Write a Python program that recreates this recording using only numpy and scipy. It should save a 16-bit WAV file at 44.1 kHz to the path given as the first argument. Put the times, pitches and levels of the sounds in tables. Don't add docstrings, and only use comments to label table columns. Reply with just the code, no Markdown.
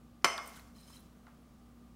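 import sys
import numpy as np
from scipy import signal
from scipy.fft import rfft, irfft, next_fast_len
from scipy.io import wavfile
from scipy.ndimage import map_coordinates

SR = 44100
rng = np.random.default_rng(int(sys.argv[2]) if len(sys.argv) > 2 else 0)


def linear_from_db(decibels):
    return 10 ** (np.asarray(decibels, float) / 20)


def persist_wave(psi):
    counts = np.round(np.clip(psi, -1, 1) * 32767).astype(np.int16)
    wavfile.write(sys.argv[1], SR, np.atleast_2d(counts).T)


N = 85995

# multiple of the motor rate, level/dB
HUM_LINES = [(1, -64), (4, -64), (5, -79.5), (13, -84), (19, -85.5), (20, -79), (21, -88.5)]
# f/Hz, density/dB per Hz
RUMBLE_SPECTRUM = [(12, -44.5), (20, -13), (59, -6), (107, -2.5), (191, 0.5), (237, -1.5), (334, -8.5),
                   (420, -22.5), (550, -20), (920, -120)]
# f/Hz, density/dB per Hz
AIR_SPECTRUM = [(190, -6), (330, -9), (408, -3), (768, -5.5), (874, -9.5), (1210, -7.5), (1730, -15.5),
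                (15000, -26), (16000, -14.5)]
# t/s, level/dB, centre f/Hz, width
# over centre, length/s
SPOON_CONTACTS = [(0.221, -61, 4897, 0.3, 0.0059), (.222, -63, 2200, 0.39, .004), (0.381, -33, 1080, 0.63, 0.017),
                  (0.3785, -37.5, 10870, 2, 0.0065), (0.458, -49, 12500, 0.68, 0.014),
                  (0.462, -47.5, 9100, 0.27, 0.0086), (0.492, -51, 9530, 0.64, 0.013),
                  (0.541, -57, 4100, 0.196, 0.0062), (0.566, -51, 13150, .3, .004), (.566, -57, 10600, .15, .006),
                  (0.557, -60.5, 2980, 0.037, 0.03), (.588, -54, 9300, 0.12, 0.0036),
                  (0.594, -49, 2220, 0.34, 0.003), (0.5957, -51.5, 4170, 0.2, 0.0052),
                  (0.57, -54.5, 1560, 0.1, 0.01375), (0.813, -54, 12500, 1.1, .002),
                  (0.9, -53.5, 1036, 0.23, 0.0075), (0.996, -53, 13950, 0.49, 0.0021),
                  (1.004, -51, 12500, 1.4, 0.0076), (1.268, -50.5, 1560, 0.48, 0.0075),
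                  (1.267, -57, 3000, 0.87, 0.0052), (1.27, -55, 970, 0.53, 0.005), (1.268, -70, 4000, 0.13, 0.005),
                  (1.278, -52, 685, 0.78, 0.0074), (1.279, -55, 1100, 1.1, 0.083), (1.33, -66, 694, 1.1, 0.097),
                  (.2448, -13, 4600, .3, .001),
    (.2459, -18, 5050, .1, .002),
    (.3785, -34, 3450, .2, .003),
    (.3787, -37, 4700, .1, .003),
    (.4752, -41, 8800, .2, .007),
    (.4752, -42, 14800, .3, .005),
    (.4752, -55, 6800, .5, .003),
    (.4835, -48, 8900, .2, .004),
    (.2477, -22, 4900, .25, .002),
    (.5955, -47, 13000, .6, .003),
]
# f/Hz, t60/s
HALL_T60 = [(150, .2), (400, 0.89), (1000, 0.76), (3000, 0.63), (4100, 0.36), (6000, 0.66), (10000, 0.48),
            (16000, 0.48)]
# t/s, level/dB, length/s,
# dullness f/Hz
KNOCK_PULSES = [
    (0.2417, -52, 0.00024, 9000),
    (0.2445, -21.5, 0.00045, 14300),
    (0.2456, -13.5, 0.00044, 13900),
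    (0.2475, -16.5, 0.00026, 12200),
    (0.2543, -22.5, 0.0013, 3000),
    (0.2603, -36.5, 0.00028, 1970),
    (0.2631, -27, .0004, 6900),
    (.2855, -36.5, .002, 4000),
    (.3015, -37.5, 0.0037, 5000),
]
# f/Hz, width/Hz, level/dB
TIN_MODES = [(660, 140, -1.5), (1115.4, 82, 6.5), (1314, 69, 5), (2123, 64, 6.5), (3030, 140, 0.5),
             (4400, 400, -7.5), (5120, 50, 1.5), (6150, 110, -3.5), (5860, 90, -1), (7370, 91, -6),
             (8300, 370, -8), (9440, 500, -8), (12300, 700, -17), (14300, 250, -25)]
# f/Hz, level/dB
TIN_BODY = [(50, -40.5), (110, -16), (300, -7.5), (900, -1.5), (2600, -5.5), (3800, -29), (6700, -31.5),
            (16000, -35.5)]
# f/Hz, t60/s
RATTLE_T60 = [(200, 0.076), (1500, 0.11), (4000, 0.055), (8000, 0.057), (15000, 0.036)]
# f/Hz, level/dB
KNOCK_RETURN = [(100, -5), (400, -2), (2000, -1.5), (5000, -3.5), (15000, -9)]
# f/Hz, level/dB, t60/s
STEEL_MODES = [(1107, -39.5, 0.38), (1172, -26.5, 0.065), (1345, -28.5, 0.074), (2325, -29, 0.064),
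               (1279, -31, 0.1), (877, -39.5, .15), (687, -42.5, .6), (2087, -36, 0.24), (2145, -40.5, .6),
               (3047, -40.5, 0.33), (5140, -41, 0.45), (6100, -42, 0.43), (9900, -45, 0.13),
               (14300, -46.5, .08)]
# f/Hz, width/Hz, level/dB
FLOOR_MODES = [(106, 42, -11), (255, 74, -8.5), (308.6, 78, -5.5), (442.3, 78, -5.5), (770, 120, 1.5)]
# t/s, level/dB
SCRAPE_PRESSURE = [(.37, -90), (.39, -68), (.445, -62), (0.469, -58.5), (.52, -63), (0.571, -56), (.6, -63),
                   (.66, -73), (.68, -67.5), (.74, -79), (.76, -68.5), (.8, -67), (0.836, -68),
                   (.85, -66.5), (.885, -62.5), (.91, -65), (.93, -63.5), (.955, -60.5), (0.977, -66),
                   (1.0, -71), (1.07, -72.5)]
# f/Hz, width/Hz, level/dB
SCRAPED_MODES = [(3115, 64, 1.5), (4100, 96, 1), (5170, 95, 1), (6400, 120, -8), (8670, 300, -4.5),
                 (9900, 130, 1.5), (11300, 250, -25), (14400, 700, -16)]
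# f/Hz, density/dB per Hz
RASP_SPECTRUM = [(300, -38), (1000, 0.5), (2500, -4), (6000, -3), (10000, -6.5), (16000, -11.5)]
# t/s, level/dB, f/Hz
EDGE_CATCHES = [(0.753, -64, 4100), (0.782, -59, 4100), (0.81, -59.5, 4130), (0.826, -59.5, 4040),
                (.828, -63, 5150), (0.879, -62, 5130), (0.88, -63.5, 3100), (.922, -58.5, 5170),
                (0.926, -60, 4100), (0.93, -61, 3120), (0.942, -74, 4000), (.964, -53, 3990),
                (.998, -73, 3120), (.96, -60, 9900), (1.008, -68, 4100)]

MOTOR_HZ, HUM_WOBBLE_DB, HUM_DRIFT_RAD = 59.65, 1.3, 0.35
RUMBLE_DB, AIR_DB = -62, -66
TICK_HALL_DB, SCRAPE_HALL_DB, HALL_DELAY_S = -12, -10, 0.011
BLOW_S = 0.2447
KNOCK_DB, RATTLE_DB, RETURN_DB, THUD_DB = 14.5, -6, -6, 11.5
GRIT_PER_S, GRIT_SPREAD_DB = 1800, 3
RASP_DB, SING_DB = -1.5, 7
SING_FROM_S, SING_TO_S = 0.748, 0.97
CATCH_S, CATCH_WIDTH_HZ = 0.016, 110
TOP_HZ, OVER_TOP_DB = 15720, -36


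def unit(x):
    return x / np.sqrt(np.mean(x ** 2) + 1e-20)


def along(points, hz):
    f, v = np.transpose(points)
    return np.interp(np.log(hz + 1), np.log(f + 1), v)


def wobble(rate):
    knots = rng.standard_normal(int(N * rate / SR) + 4)
    return map_coordinates(knots, [np.arange(N) * rate / SR])


def filtered(x, response):
    m = next_fast_len(len(x) + 8192)
    return irfft(rfft(x, m) * response(np.fft.rfftfreq(m, 1 / SR)), m)[:len(x)]


def causal(gain):
    def response(hz):
        cepstrum = irfft(np.log(gain(hz) + 1e-6))
        half = len(cepstrum) // 2
        cepstrum[1:half] *= 2
        cepstrum[half + 1:] = 0
        return np.exp(rfft(cepstrum))
    return response


def resonant(peaks):
    def response(f):
        total = 0
        for k, (centre, width, db) in enumerate(peaks):
            band = 1j * f * width / (centre * centre - f * f + 1j * f * width)
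            total = total + (-1) ** k * linear_from_db(db) * band
        return total
    return response


def pitched(centre, width):
    return lambda f: resonant([(centre, width, 0)])(f) ** 2


def bursts(rows):
    out, t = np.zeros(N + 4096), np.arange(2048) / SR
    for s, db, length, response in rows:
        dying = rng.standard_normal(len(t)) * np.exp(-2 * t / length)
        puff = filtered(dying, response)
        out[round(s * SR):][:len(t)] += linear_from_db(db) * puff / np.abs(puff).max()
    return out[:N]


def impulse():
    return 1.0 * (np.arange(N) == round(BLOW_S * SR))


def background():
    def noise(points):
        return unit(filtered(rng.standard_normal(N), lambda hz: linear_from_db(along(points, hz))))

    t = np.arange(N) / SR
    hum = 0
    for multiple, db in HUM_LINES:
        level = np.sqrt(2) * linear_from_db(db + HUM_WOBBLE_DB * wobble(4.8))
        phase = 2 * np.pi * multiple * MOTOR_HZ * t + HUM_DRIFT_RAD * wobble(24)
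        hum = hum + level * np.sin(phase)
    rumble = linear_from_db(RUMBLE_DB + 1.4 * wobble(4.8)) * noise(RUMBLE_SPECTRUM)
    air = linear_from_db(AIR_DB + 0.44 * wobble(1)) * noise(AIR_SPECTRUM)
    return hum + rumble + air


def ticks():
    contacts = SPOON_CONTACTS
    return bursts([(s, db, length, pitched(hz, hz * width)) for s, db, hz, width, length in contacts])


def tail(t60s):
    hz, t, z = signal.stft(rng.standard_normal(SR), SR, nperseg=128)
    decay = linear_from_db(-60 * t / along(t60s, hz)[:, None])
    out = signal.istft(z * decay, SR, nperseg=128)[1]
    return out / np.linalg.norm(out)


def hall(x):
    late = np.pad(x, (round(HALL_DELAY_S * SR), 0))
    return signal.fftconvolve(late, tail(HALL_T60))[:N]


def knock():
    def tin_gain(f):
        ringing = sum(abs(resonant([peak])(f)) ** 2 for peak in TIN_MODES)
        return np.sqrt(linear_from_db(along(TIN_BODY, f)) ** 2 + ringing)

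    def dulled(hz):
        return lambda f: 1 / (1 + 1j * f / hz) ** 2

    force = bursts([(s, db, length, dulled(hz)) for s, db, length, hz in KNOCK_PULSES])
    blow = impulse()
    rattle = linear_from_db(RATTLE_DB) * signal.fftconvolve(blow, tail(RATTLE_T60))[:N]
    returned = filtered(blow, causal(lambda f: linear_from_db(along(KNOCK_RETURN, f))))
    answer = linear_from_db(RETURN_DB) * hall(returned)
    return linear_from_db(KNOCK_DB) * filtered(force + rattle + answer, causal(tin_gain))


def ring():
    t = np.maximum(np.arange(N) / SR - BLOW_S, 0)
    modes = 0
    for hz, db, t60 in STEEL_MODES:
        level = linear_from_db(db - 60 * t / t60 + 2.6 * wobble(40))
        modes = modes + level * np.sin(2 * np.pi * hz * t + 0.4 * wobble(50))
    onset = 1 - np.exp(-t / 0.0012)
    thud = linear_from_db(THUD_DB) * filtered(impulse(), resonant(FLOOR_MODES))
    return modes * onset + thud


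def scrape():
    t = np.arange(N) / SR
    grains = rng.random(N) < GRIT_PER_S / SR
    grain_size = linear_from_db(GRIT_SPREAD_DB * rng.standard_normal(N)) * rng.standard_normal(N)
    grit = unit(grains * grain_size)

    s, db = np.transpose(SCRAPE_PRESSURE)
    pressure = linear_from_db(np.interp(t, s, db, -150, -150) + 1.3 * wobble(59.65))
    rough = rng.standard_normal(N) + 0.8 * grit
    rasp = unit(filtered(rough, lambda f: linear_from_db(along(RASP_SPECTRUM, f))))

    on_metal = (t > SING_FROM_S) * (t < SING_TO_S)
    drag = pressure * on_metal * (grit + 0.45 * rng.standard_normal(N))
    sing = sum(filtered(drag * linear_from_db(3.5 * wobble(29.7)), resonant([peak])) for peak in SCRAPED_MODES)
    catches = bursts([(s, db, CATCH_S, pitched(hz, CATCH_WIDTH_HZ)) for s, db, hz in EDGE_CATCHES])
    return pressure * linear_from_db(RASP_DB) * rasp + linear_from_db(SING_DB) * sing + catches


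def scene():
    touches, drag = ticks(), scrape()
    answer = hall(linear_from_db(TICK_HALL_DB) * touches + linear_from_db(SCRAPE_HALL_DB) * drag)
    return (background() + touches + knock() + ring() + drag + answer)[None]


def top_cut(x):
    return signal.sosfilt(signal.butter(12, 16540, fs=SR, output="sos"), x)


def record(dry):
    def band_limit(hz):
        return np.maximum(1 / (1 + (hz / TOP_HZ) ** 120), linear_from_db(OVER_TOP_DB))

    mix = filtered(dry[0], band_limit)[None]
    return top_cut(mix)


dry = scene()
out = record(dry)
persist_wave(out)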